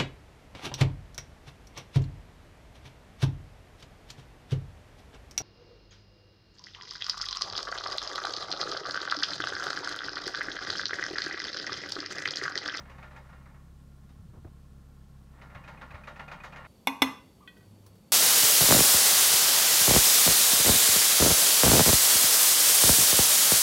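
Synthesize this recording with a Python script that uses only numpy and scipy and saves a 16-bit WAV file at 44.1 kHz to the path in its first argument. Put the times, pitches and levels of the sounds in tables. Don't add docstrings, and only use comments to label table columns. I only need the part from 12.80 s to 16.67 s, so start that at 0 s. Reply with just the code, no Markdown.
import sys
import numpy as np
from scipy import signal
from scipy.fft import rfft, irfft, next_fast_len
from scipy.io import wavfile
from scipy.ndimage import map_coordinates

SR = 44100
rng = np.random.default_rng(int(sys.argv[2]) if len(sys.argv) > 2 else 0)


def transcribe(u):
    v = np.clip(np.atleast_2d(u).T, -1, 1)
    q = np.round(v * 32767).astype(np.int16)
    wavfile.write(sys.argv[1], SR, q)


N = 170667

FIRING_RATE = [(0.0, 33.3), (0.3, 33.43), (0.9, 34.23), (1.3, 34.34), (1.7, 34.3), (1.9, 34.31),
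               (2.3, 34.04), (2.6, 33.25), (2.9, 33.56), (3.15, 32.89), (3.3, 35.96), (3.46, 36.56),
               (3.7, 36.02), (3.87, 35.0)]
EXHAUST_HARMONICS = [(1, -58.5), (2, -54), (3, -72.5), (4, -57.5), (5, -66), (6, -68), (7, -84), (8, -81.5)]
BOOM_GAIN = [(0, 0.5), (.6, -0.5), (1.1, -1.5), (1.7, -1.5), (2.4, -1), (2.9, -1.5), (3.25, -2),
             (3.5, -7.5), (3.87, -3)]
RUMBLE_SPECTRUM = [(15, -23), (30, -15), (55, -1), (88, -2.5), (120, -2), (190, -1.5), (280, -9),
                   (420, -16.5), (800, -28.5), (2000, -63)]
BLOCK_SPECTRUM = [(150, -27), (400, 5.5), (700, 4), (1100, -2), (1500, -1.5), (2200, -11), (4000, -17),
                  (9000, -40)]
CASING_MODES = [(842, -2, 0.035), (1076, 2, 0.049), (1369, -2, 0.055), (1740, -9.5, 0.071)]

CLANK_BLOWS = [(-.02, -44.5, -61), (.096, -47, -62), (0.227, -45.5, -62), (0.361, -49, -60.5),
               (0.49, -55.5, -70), (0.526, -53, -91), (0.656, -53.5, -78), (0.742, -57.5, -98),
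               (2.614, -47, -63), (2.747, -43, -63), (2.876, -43, -57.5), (3.012, -42, -61),
               (3.141, -44, -63), (3.271, -39.5, -56.5), (3.393, -39, -60), (3.514, -38, -55.5),
               (3.635, -39.5, -51.5), (3.759, -41, -58.5)]
KNOCK_BLOWS = [(0.054, -51.5, -79, -67), (0.182, -48.5, -67, -73), (0.309, -51.5, -69, -72),
               (.457, -63, -74, -76), (1.290, -65, -68.5, -72), (2.700, -53, -83, -78),
               (2.838, -50.5, -65, -53.5), (2.971, -56, -77, -55), (3.105, -47.5, -66, -49),
               (3.235, -49.5, -63, -49.5), (3.358, -47.5, -64, -47), (3.478, -45, -63, -44),
               (3.6, -50, -81, -48), (3.722, -46.5, -63, -45), (3.847, -47, -72, -55)]
RATTLE_FORCE = [(0, -61), (.35, -54), (.5, -59), (.8, -64), (.95, -75.5), (2.45, -72.5), (2.58, -57),
                (2.8, -53), (3.15, -53), (3.45, -57.5), (3.87, -49.5)]
FRAME_MODES = [(534, -4.5, 0.24), (599, -6, 0.45), (692, -13.5, 0.29), (793, -1, 0.14), (898, 3, 0.091),
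               (1094, -3.5, 0.29), (1262, -10, 0.11), (1401, 1.5, 0.2), (1740, -5.5, 0.19),
               (1768, -4.5, 0.23), (1862, -1.5, 0.11), (2165, -3, 0.15), (2418, -6, 0.13),
               (2805, -9.5, 0.22)]
BAR_MODES = [(2972, 3, 0.11), (3230, -3, 0.21), (3734, 4.5, 0.093), (3810, -2.5, 0.082), (4054, -2.5, 0.12),
             (4430, -11, 0.32), (4570, -4, 0.13), (4850, -6, 0.11), (6750, -12, .08), (11600, -18, .08)]
LINK_MODES = [(2400, -5, .035), (2485, 0, .06), (2620, -2, .012), (2760, -8, .03)]
STEEL_SPECTRUM = [(120, -33), (300, -16.5), (450, -8), (560, -1), (900, 0.5), (1350, 2), (1580, -3.5),
                  (1900, -0.5), (2400, -9.5), (3100, -16.5), (4200, -20), (8000, -54)]
CRACK_SPECTRUM = [(600, -24), (1300, -0.5), (1900, 1.5), (2500, -2.5), (3100, -12.5), (4500, -20.5),
                  (9000, -43)]
RASP_SPECTRUM = [(1500, 8), (3000, -1), (3800, -5), (5000, -1), (6800, -4), (8000, -17.5), (12000, -26),
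                 (15500, -40)]
DRUMMING_SPECTRUM = [(80, -26), (160, 5.5), (205, -2), (270, -5.5), (340, -14.5), (500, -15), (900, -50.5)]

THUD_PULSES = [(1.297, 245, -54, 0.019), (1.395, 85, -39.5, 0.023), (1.424, 160, -46.5, 0.045),
               (1.478, 109, -41.5, 0.032), (1.565, 77.4, -44, 0.037), (1.644, 79.3, -39.5, 0.04),
               (1.648, 330, -45.5, 0.013), (1.648, 1600, -53, 0.0033), (2.745, 98, -42.5, 0.033),
               (3.105, 122, -44, 0.017), (3.132, 78, -38.5, 0.029)]
SCUFF_BURSTS = [(1.534, -58, 0.038), (1.574, -55, 0.012), (1.646, -48.5, 0.0078), (1.662, -54.5, 0.021)]
SCUFF_SPECTRUM = [(120, 5), (350, 2), (700, -3.5), (1200, -10.5), (2000, -21), (4000, -43), (9000, -51)]
HISS_SPECTRUM = [(100, 1), (1500, 0), (3000, 1), (5000, -0.5), (7500, -2.5), (9600, -2.5), (10400, -8),
                 (11200, -4.5), (15500, -9)]


def amp(db):
    return 10 ** (np.asarray(db) / 20)


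def unit(x):
    return x / np.sqrt(np.mean(x ** 2) + 1e-20)


def clock():
    return np.arange(N) / SR


def curve(rows):
    return np.interp(clock(), *np.transpose(rows))


def wobble(rate_hz):
    return map_coordinates(rng.standard_normal(2048), [clock() * rate_hz], mode="wrap")


def filtered(x, response):
    size = next_fast_len(N + SR // 2)
    return irfft(rfft(x, size) * response(np.fft.rfftfreq(size, 1 / SR)), size)[:N]


def coloured(x, spectrum):
    hz, db = np.transpose(spectrum)
    return unit(filtered(x, lambda f: amp(np.interp(np.log(f + 1), np.log(hz), db))))


def noise(spectrum):
    return coloured(rng.standard_normal(N), spectrum)


def chatter(rate_hz):
    return unit(np.sign(rng.standard_normal(N)) * (rng.random(N) < rate_hz / SR))


def blows(start_s, level_db, attack_s, hold_s, t60_s):
    age = clock() - np.asarray(start_s)[:, None]
    rise = np.clip(age / attack_s, 0, 1)
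    decay = np.exp(-np.log(1000) * np.maximum(age - hold_s, 0) / t60_s)
    return np.linalg.norm(rise * amp(np.asarray(level_db)[:, None]) * decay, axis=0)


def ring(force, modes):
    t = np.arange(SR // 2) / SR
    response = sum(amp(db) * np.exp(-np.log(1000) * t / t60) * np.sin(2 * np.pi * (hz * t + rng.random()))
                   for hz, db, t60 in modes)
    return signal.fftconvolve(force, response / np.linalg.norm(response))[:N]


def exhaust(phase, boom_lag_cycles=0.22):
    boom = amp(curve(BOOM_GAIN)) * np.exp(-2j * np.pi * boom_lag_cycles)
    out = np.zeros(N)
    for order, db in EXHAUST_HARMONICS:
        depth = 0.04 + 0.025 * (order - 1)
        flutter = 1 + depth * (wobble(22.17) + 1j * wobble(22.24))
        harmonic = np.sqrt(2) * amp(db) * flutter * np.exp(1j * order * phase)
        out += np.real(harmonic * boom if order == 2 else harmonic)
    return out


def engine(first_firing_s=0.0117, block_lag_cycles=0.61):
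    phase = 2 * np.pi * (np.cumsum(curve(FIRING_RATE)) / SR - first_firing_s * FIRING_RATE[0][1])
    throb = exhaust(phase)
    rumble = amp(-59) * unit(noise(RUMBLE_SPECTRUM) * (1 + 0.05 * np.cos(phase)))
    swing = amp(2.5 * np.cos(phase - 2 * np.pi * block_lag_cycles))
    block = amp(-74) * swing * noise(BLOCK_SPECTRUM)
    casing = amp(-74.5) * ring(swing * chatter(4000), CASING_MODES)
    return throb + rumble + block + casing


def sieve(rebound_s=0.033, rebound_db=-12.5):
    clank_s, clank_db, clank_rasp_db = np.transpose(CLANK_BLOWS)
    knock_s, knock_db, knock_rasp_db, link_db = np.transpose(KNOCK_BLOWS)
    rattle = amp(curve(RATTLE_FORCE) + 1.74 * wobble(60))
    clanks = blows(clank_s, clank_db, attack_s=0.0039, hold_s=0.014, t60_s=0.17)
    rebounds = blows(clank_s + rebound_s, clank_db + rebound_db, attack_s=0.0017, hold_s=0.012, t60_s=0.23)
    knocks = blows(knock_s, knock_db, attack_s=0.0013, hold_s=0.017, t60_s=0.2)
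    force = np.linalg.norm([clanks, rebounds, knocks, rattle], axis=0)
    scrape = np.hypot(blows(clank_s, clank_rasp_db, attack_s=0.0013, hold_s=0.01, t60_s=0.23),
                      blows(knock_s, knock_rasp_db, attack_s=0.0022, hold_s=0.016, t60_s=0.13))
    jerk = np.hypot(blows(knock_s, link_db - 1, attack_s=0.0016, hold_s=0.0069, t60_s=0.024),
                    blows(clank_s, clank_rasp_db + 1, attack_s=0.00069, hold_s=0.0036, t60_s=0.03))
    strike = blows(np.r_[clank_s, knock_s], np.r_[clank_db, knock_db],
                   attack_s=0.001, hold_s=0.007, t60_s=0.04)

    steel = amp(-5) * force * coloured(chatter(5000), STEEL_SPECTRUM)
    frame = amp(-8.5) * ring(force * chatter(6000), FRAME_MODES)
    rasp = scrape * coloured(chatter(2500), RASP_SPECTRUM)
    bars = amp(-7) * ring(scrape * chatter(4000), BAR_MODES)
    link = ring(jerk * chatter(6000), LINK_MODES)
    crack = amp(-7.5) * strike * coloured(chatter(4000), CRACK_SPECTRUM)
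    drumming = amp(-6) * rattle * noise(DRUMMING_SPECTRUM)
    body = brightened(steel + frame + crack, force, edge_hz=1620, neutral_db=-46.5, slope=0.2)
    friction = brightened(rasp + bars, scrape, edge_hz=8500, neutral_db=-64, slope=0.79)
    return body + friction + link + drumming


def brightened(x, force, edge_hz, neutral_db, slope):
    treble = filtered(x, lambda f: f ** 6 / (f ** 6 + edge_hz ** 6))
    gain = (force / amp(neutral_db) + 1e-9) ** slope
    return x + treble * (gain - 1)


def thuds():
    t, pulses = clock(), np.zeros(N)
    for start_s, pitch_hz, level_db, length_s in THUD_PULSES:
        age = 2 * np.maximum(t - start_s, 0) / length_s
        envelope = age ** 2 * np.exp(1 - age ** 2)
        pulses += amp(level_db) * envelope * np.sin(2 * np.pi * pitch_hz * (t - start_s))
    scuff_s, scuff_db, hold_s = np.transpose(SCUFF_BURSTS)
    scuffs = blows(scuff_s, scuff_db, attack_s=0.0016, hold_s=hold_s[:, None], t60_s=0.035)
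    return pulses + scuffs * noise(SCUFF_SPECTRUM)


def hiss():
    return amp(-72) * noise(HISS_SPECTRUM)


def scene():
    return (engine() + sieve() + thuds() + hiss())[None]


def record(dry):
    return filtered(dry[0], lambda hz: hz < 15680)[None]


dry = scene()
out = record(dry)
transcribe(out)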